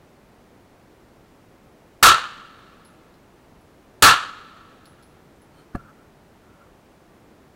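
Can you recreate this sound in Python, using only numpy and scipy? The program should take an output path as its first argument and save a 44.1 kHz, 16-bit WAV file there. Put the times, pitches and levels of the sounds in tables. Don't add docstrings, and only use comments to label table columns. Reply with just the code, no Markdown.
import sys
import numpy as np
from scipy import signal
from scipy.fft import rfft, irfft, next_fast_len
from scipy.io import wavfile
from scipy.ndimage import map_coordinates

SR = 44100
rng = np.random.default_rng(int(sys.argv[2]) if len(sys.argv) > 2 else 0)


def transcribe(u):
    v = np.clip(np.atleast_2d(u).T, -1, 1)
    q = np.round(v * 32767).astype(np.int16)
    wavfile.write(sys.argv[1], SR, q)


N = 332955

# start in seconds, level in dB, level of the low push of air in dB.
SHOT_EVENTS = [(2.0276, -3, -9.5), (4.0235, -3, -5)]
WALL_DELAYS = [.0161, .0232, .042, .054, .089, .117, .155, .213, .227]
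# level in dB, t60 in seconds (the time it takes to fade by 60 dB).
SPACE_DECAYS = [(17.5, 0.21), (-9, .6), (-34.5, 2.25)]
# frequency in Hz, boost or cut in dB.
DISTANCE_COLOUR = [(100, -2.5), (500, -1), (900, 1), (1300, 3), (4000, -0.5), (6000, -8.5), (9000, -15.5),
                   (12000, -23.5), (15500, -30)]
# frequency in Hz, boost or cut in dB.
HOUSING_COLOUR = [(30, -19.5), (200, -15), (400, -10), (650, -6), (1000, -1.5), (1750, 0), (1950, -5),
                  (2400, -3.5), (2750, 0), (4450, -2), (5000, -10), (7000, -6.5), (10000, -13),
                  (15500, -20.5)]
# pitch in Hz, width in Hz, boost in dB.
HOUSING_RINGS = [(910, 66, 0.33), (1124, 110, 7), (1315, 240, 14.5), (1720, 140, 5.7)]
# start in seconds, ring level in dB, pitch in Hz,
# ring t60 in seconds, tap level in dB.
CASE_BOUNCES = [(2.8504, -52, 10960, 0.22, -57), (3.14, -75, 11000, .25, -63),
                (3.61, -72, 11000, 0.27, -80), (4.855, -55.5, 10740, 0.3, -51.5),
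                (5.025, -61, 10760, 0.37, -55.5), (5.4191, -60, 10700, 0.15, -70)]
# distance from its pitch in Hz, level in dB.
BRASS_TONES = [(-130, -10), (-30, 1), (96, -8.5)]
# start in seconds, thud level in dB, click level in dB.
KNOCK_CONTACTS = [(5.7475, -27, -70), (5.751, -17.5, -52), (5.7562, -27.5, -50), (5.758, -31, -48)]
# pitch in Hz, level in dB, t60 in seconds.
CAMERA_TONES = [(105, -2, 0.044), (178, -3, 0.029), (227, 2, 0.026), (310, -15, 0.062), (554, -12.5, 0.046),
                (703, -7, 0.051), (1226, -2.5, 0.021), (1670, -12.5, 0.039), (2170, -23, .02),
                (2690, -26.5, .03), (2950, -30, .02), (4200, -29, .022), (8850, -32, .015)]
# start in seconds, length in seconds, rub level in dB, scratch level in dB.
FINGER_STROKES = [(5.51, .15, -63.5, -63.5), (5.714, .22, -52.5, -85), (5.92, 0.17, -65, -90),
                  (6.39, 0.33, -62.5, -88)]
# frequency in Hz, relative level in dB.
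CRACK_COLOUR = [(200, -20), (1500, -7.5), (4000, -0.5), (9000, 0.5), (15500, -8)]
RUMBLE_COLOUR = [(10, -13), (30, -1), (70, -3), (130, -3.5), (300, -14.5), (900, -54.5), (3000, -120)]
TAP_COLOUR = [(1500, -19), (3000, -7), (3500, -8), (4400, 1), (4850, -6), (5200, 0), (5900, -17),
              (9000, -17), (14000, -16)]
RUB_COLOUR = [(700, -19), (1150, -5), (1360, 6.5), (1600, -7), (2200, -35)]
SCRATCH_COLOUR = [(2300, -10), (2900, -15), (3130, 2.5), (3400, -23.5), (3900, -14), (4300, -1),
                  (4800, -20), (8000, -23), (8850, -9), (9600, -24)]
HUSH_COLOUR = [(12, -31.5), (20, -2), (113, -2.5), (141, -1.5), (276, -2), (317, -3), (345, -2.5),
               (456, -5.5), (693, -8), (1600, -17), (1840, -17.5), (3220, -25), (14500, -37.5),
               (15800, -34.5)]


def pistol(lead_s=0.0015, lead_db=-17, crack_db=17, crack_t60=0.032,
           push_t60=0.17, boom_db=-25, boom_t60=0.24):
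    air, direct = np.zeros(N), np.zeros(N)
    t = np.arange(2 * SR) / SR
    for s, db, push_db in SHOT_EVENTS:
        shot = scattered_echoes(t) + blast_and_wall_echoes(t)
        start, lead = round(s * SR), round(lead_s * SR)
        air[start:start + len(t)] += amp(db) * dull_with_distance(shot)
        air[start - lead:start] += amp(lead_db) * np.linspace(0, 1, lead) * rng.standard_normal(lead)
        age = since(s)
        direct += amp(db + crack_db) * fade(age, crack_t60) * noise(CRACK_COLOUR)
        low_strength = amp(push_db) * fade(age, push_t60) + amp(boom_db) * fade(age, boom_t60)
        direct += low_strength * noise(RUMBLE_COLOUR)
    return housing(air) + direct


def muzzle_blast(t, gas_t60=0.016, push_s=0.0005, push_db=4):
    phase = t / push_s
    pressure = amp(push_db) * (t > 0) * (1 - phase) * np.exp(-phase)
    return pressure + fade(t, gas_t60) * rng.standard_normal(len(t))


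def blast_and_wall_echoes(t, blast_db=22.5, echo_boost_db=4):
    walls = sum(lingering(delay) * muzzle_blast(np.maximum(t - delay, 0)) for delay in WALL_DELAYS)
    return amp(blast_db) * muzzle_blast(t) + amp(echo_boost_db) * walls


def scattered_echoes(t, clump_db=1.0, clumps_per_s=110):
    clumps = amp(clump_db * wobble(t, clumps_per_s))
    return lingering(t) * clumps * rng.standard_normal(len(t))


def lingering(t):
    return np.sqrt(sum(amp(db - 60 * t / t60) ** 2 for db, t60 in SPACE_DECAYS))


def dull_with_distance(x, dulling_s=0.18):
    hz, seconds, spectrum = signal.stft(x, SR, nperseg=256)
    change_db = level_at(DISTANCE_COLOUR, hz)[:, None] * (1 - np.exp(-seconds / dulling_s))
    _, dulled = signal.istft(spectrum * amp(change_db), SR, nperseg=256)
    return dulled[:len(x)]


def housing(x, size=8192):
    hz = np.fft.rfftfreq(size, 1 / SR)
    rings_db = sum(db / (1 + (2 * (hz - pitch) / width) ** 2) for pitch, width, db in HOUSING_RINGS)
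    gain = amp(level_at(HOUSING_COLOUR, hz) + rings_db)
    cepstrum = irfft(np.log(gain))
    cepstrum[1:size // 2] *= 2
    cepstrum[size // 2 + 1:] = 0
    response = irfft(np.exp(rfft(cepstrum)))
    return signal.fftconvolve(x, response / np.linalg.norm(response))[:N]


def brass_cases(tap_t60=0.1, shimmer_depth=0.24, shimmer_hz=150):
    out, tap = np.zeros(N), noise(TAP_COLOUR)
    shimmer = filtered(rng.standard_normal(N), lambda hz: 1 / (1 + (hz / shimmer_hz) ** 2))
    blur = 1 + shimmer_depth * unit(shimmer)
    t = np.arange(SR // 2) / SR
    for s, ring_db, pitch, t60, tap_db in CASE_BOUNCES:
        span = slice(round(s * SR), round(s * SR) + len(t))
        tones = sum(amp(db) * np.sin(2 * np.pi * (pitch + offset) * t) for offset, db in BRASS_TONES)
        out[span] += amp(ring_db) * fade(t, t60) * tones * blur[span]
        out[span] += amp(tap_db) * fade(t, tap_t60) * tap[span]
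    return out


def camera_knock(click_t60=0.013, rise_s=0.001):
    out, t = np.zeros(N), np.arange(SR // 2) / SR
    tones = sum(amp(db) * fade(t, t60) * np.sin(2 * np.pi * hz * t) for hz, db, t60 in CAMERA_TONES)
    thud = (1 - np.exp(-t / rise_s)) * tones
    for s, thud_db, click_db in KNOCK_CONTACTS:
        out[round(s * SR):][:len(t)] += amp(thud_db) * thud
        out += amp(click_db) * fade(since(s), click_t60) * noise(CRACK_COLOUR)
    return out


def camera_handling(jerk_db=3.0, jerks_per_s=70, jolt_db=-41, jolt_t60=0.38):
    jerks = amp(jerk_db * wobble(since(0), jerks_per_s))
    rub, scratch = noise(RUB_COLOUR), noise(SCRATCH_COLOUR)
    sliding = sum(finger_pressure(s, length) * (amp(rub_db) * rub + amp(scratch_db) * scratch)
                  for s, length, rub_db, scratch_db in FINGER_STROKES)
    knock_s = KNOCK_CONTACTS[0][0]
    jolt = amp(jolt_db) * fade(since(knock_s), jolt_t60) * noise(RUMBLE_COLOUR)
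    return jerks * sliding + jolt


def finger_pressure(start, length, ramp_s=0.05):
    t = since(start)
    return np.clip(np.minimum(t, length - t) / ramp_s, 0, 1)


def outdoor_hush(level_db=-52.5):
    return amp(level_db) * noise(HUSH_COLOUR)


def amp(db):
    return 10 ** (np.asarray(db) / 20)


def unit(x):
    return x / np.sqrt(np.mean(x ** 2) + 1e-20)


def level_at(colour, hz):
    row_hz, row_db = np.transpose(colour)
    return np.interp(np.log(hz + 1), np.log(row_hz + 1), row_db)


def since(s):
    return np.maximum(np.arange(N) / SR - s, 0)


def fade(t, t60):
    return (t > 0) * np.exp(-np.log(1000) * t / t60)


def wobble(t, per_s):
    return map_coordinates(rng.standard_normal(1024), [t * per_s], mode="mirror")


def filtered(x, gain):
    size = next_fast_len(N + SR // 2)
    return irfft(rfft(x, size) * gain(np.fft.rfftfreq(size, 1 / SR)), size)[:N]


def noise(colour):
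    return unit(filtered(rng.standard_normal(N), lambda hz: amp(level_at(colour, hz))))


def scene():
    return (pistol() + brass_cases() + camera_knock() + camera_handling() + outdoor_hush())[None]


def record(dry, ceiling_db=-6.5, hardness=8, low_cut_hz=18, soften_hz=21000, hiss_db=-73, top_hz=15850):
    squashed = dry[0] / (1 + np.abs(dry[0] / amp(ceiling_db)) ** hardness) ** (1 / hardness)
    trimmed = filtered(squashed, lambda hz: 1j * hz / (low_cut_hz + 1j * hz) / (1 + 1j * hz / soften_hz))
    hiss = amp(hiss_db) * rng.standard_normal(N)
    return filtered(trimmed + hiss, lambda hz: np.clip((top_hz - hz) / 200 + 0.5, 0, 1))[None]


dry = scene()
out = record(dry)
transcribe(out)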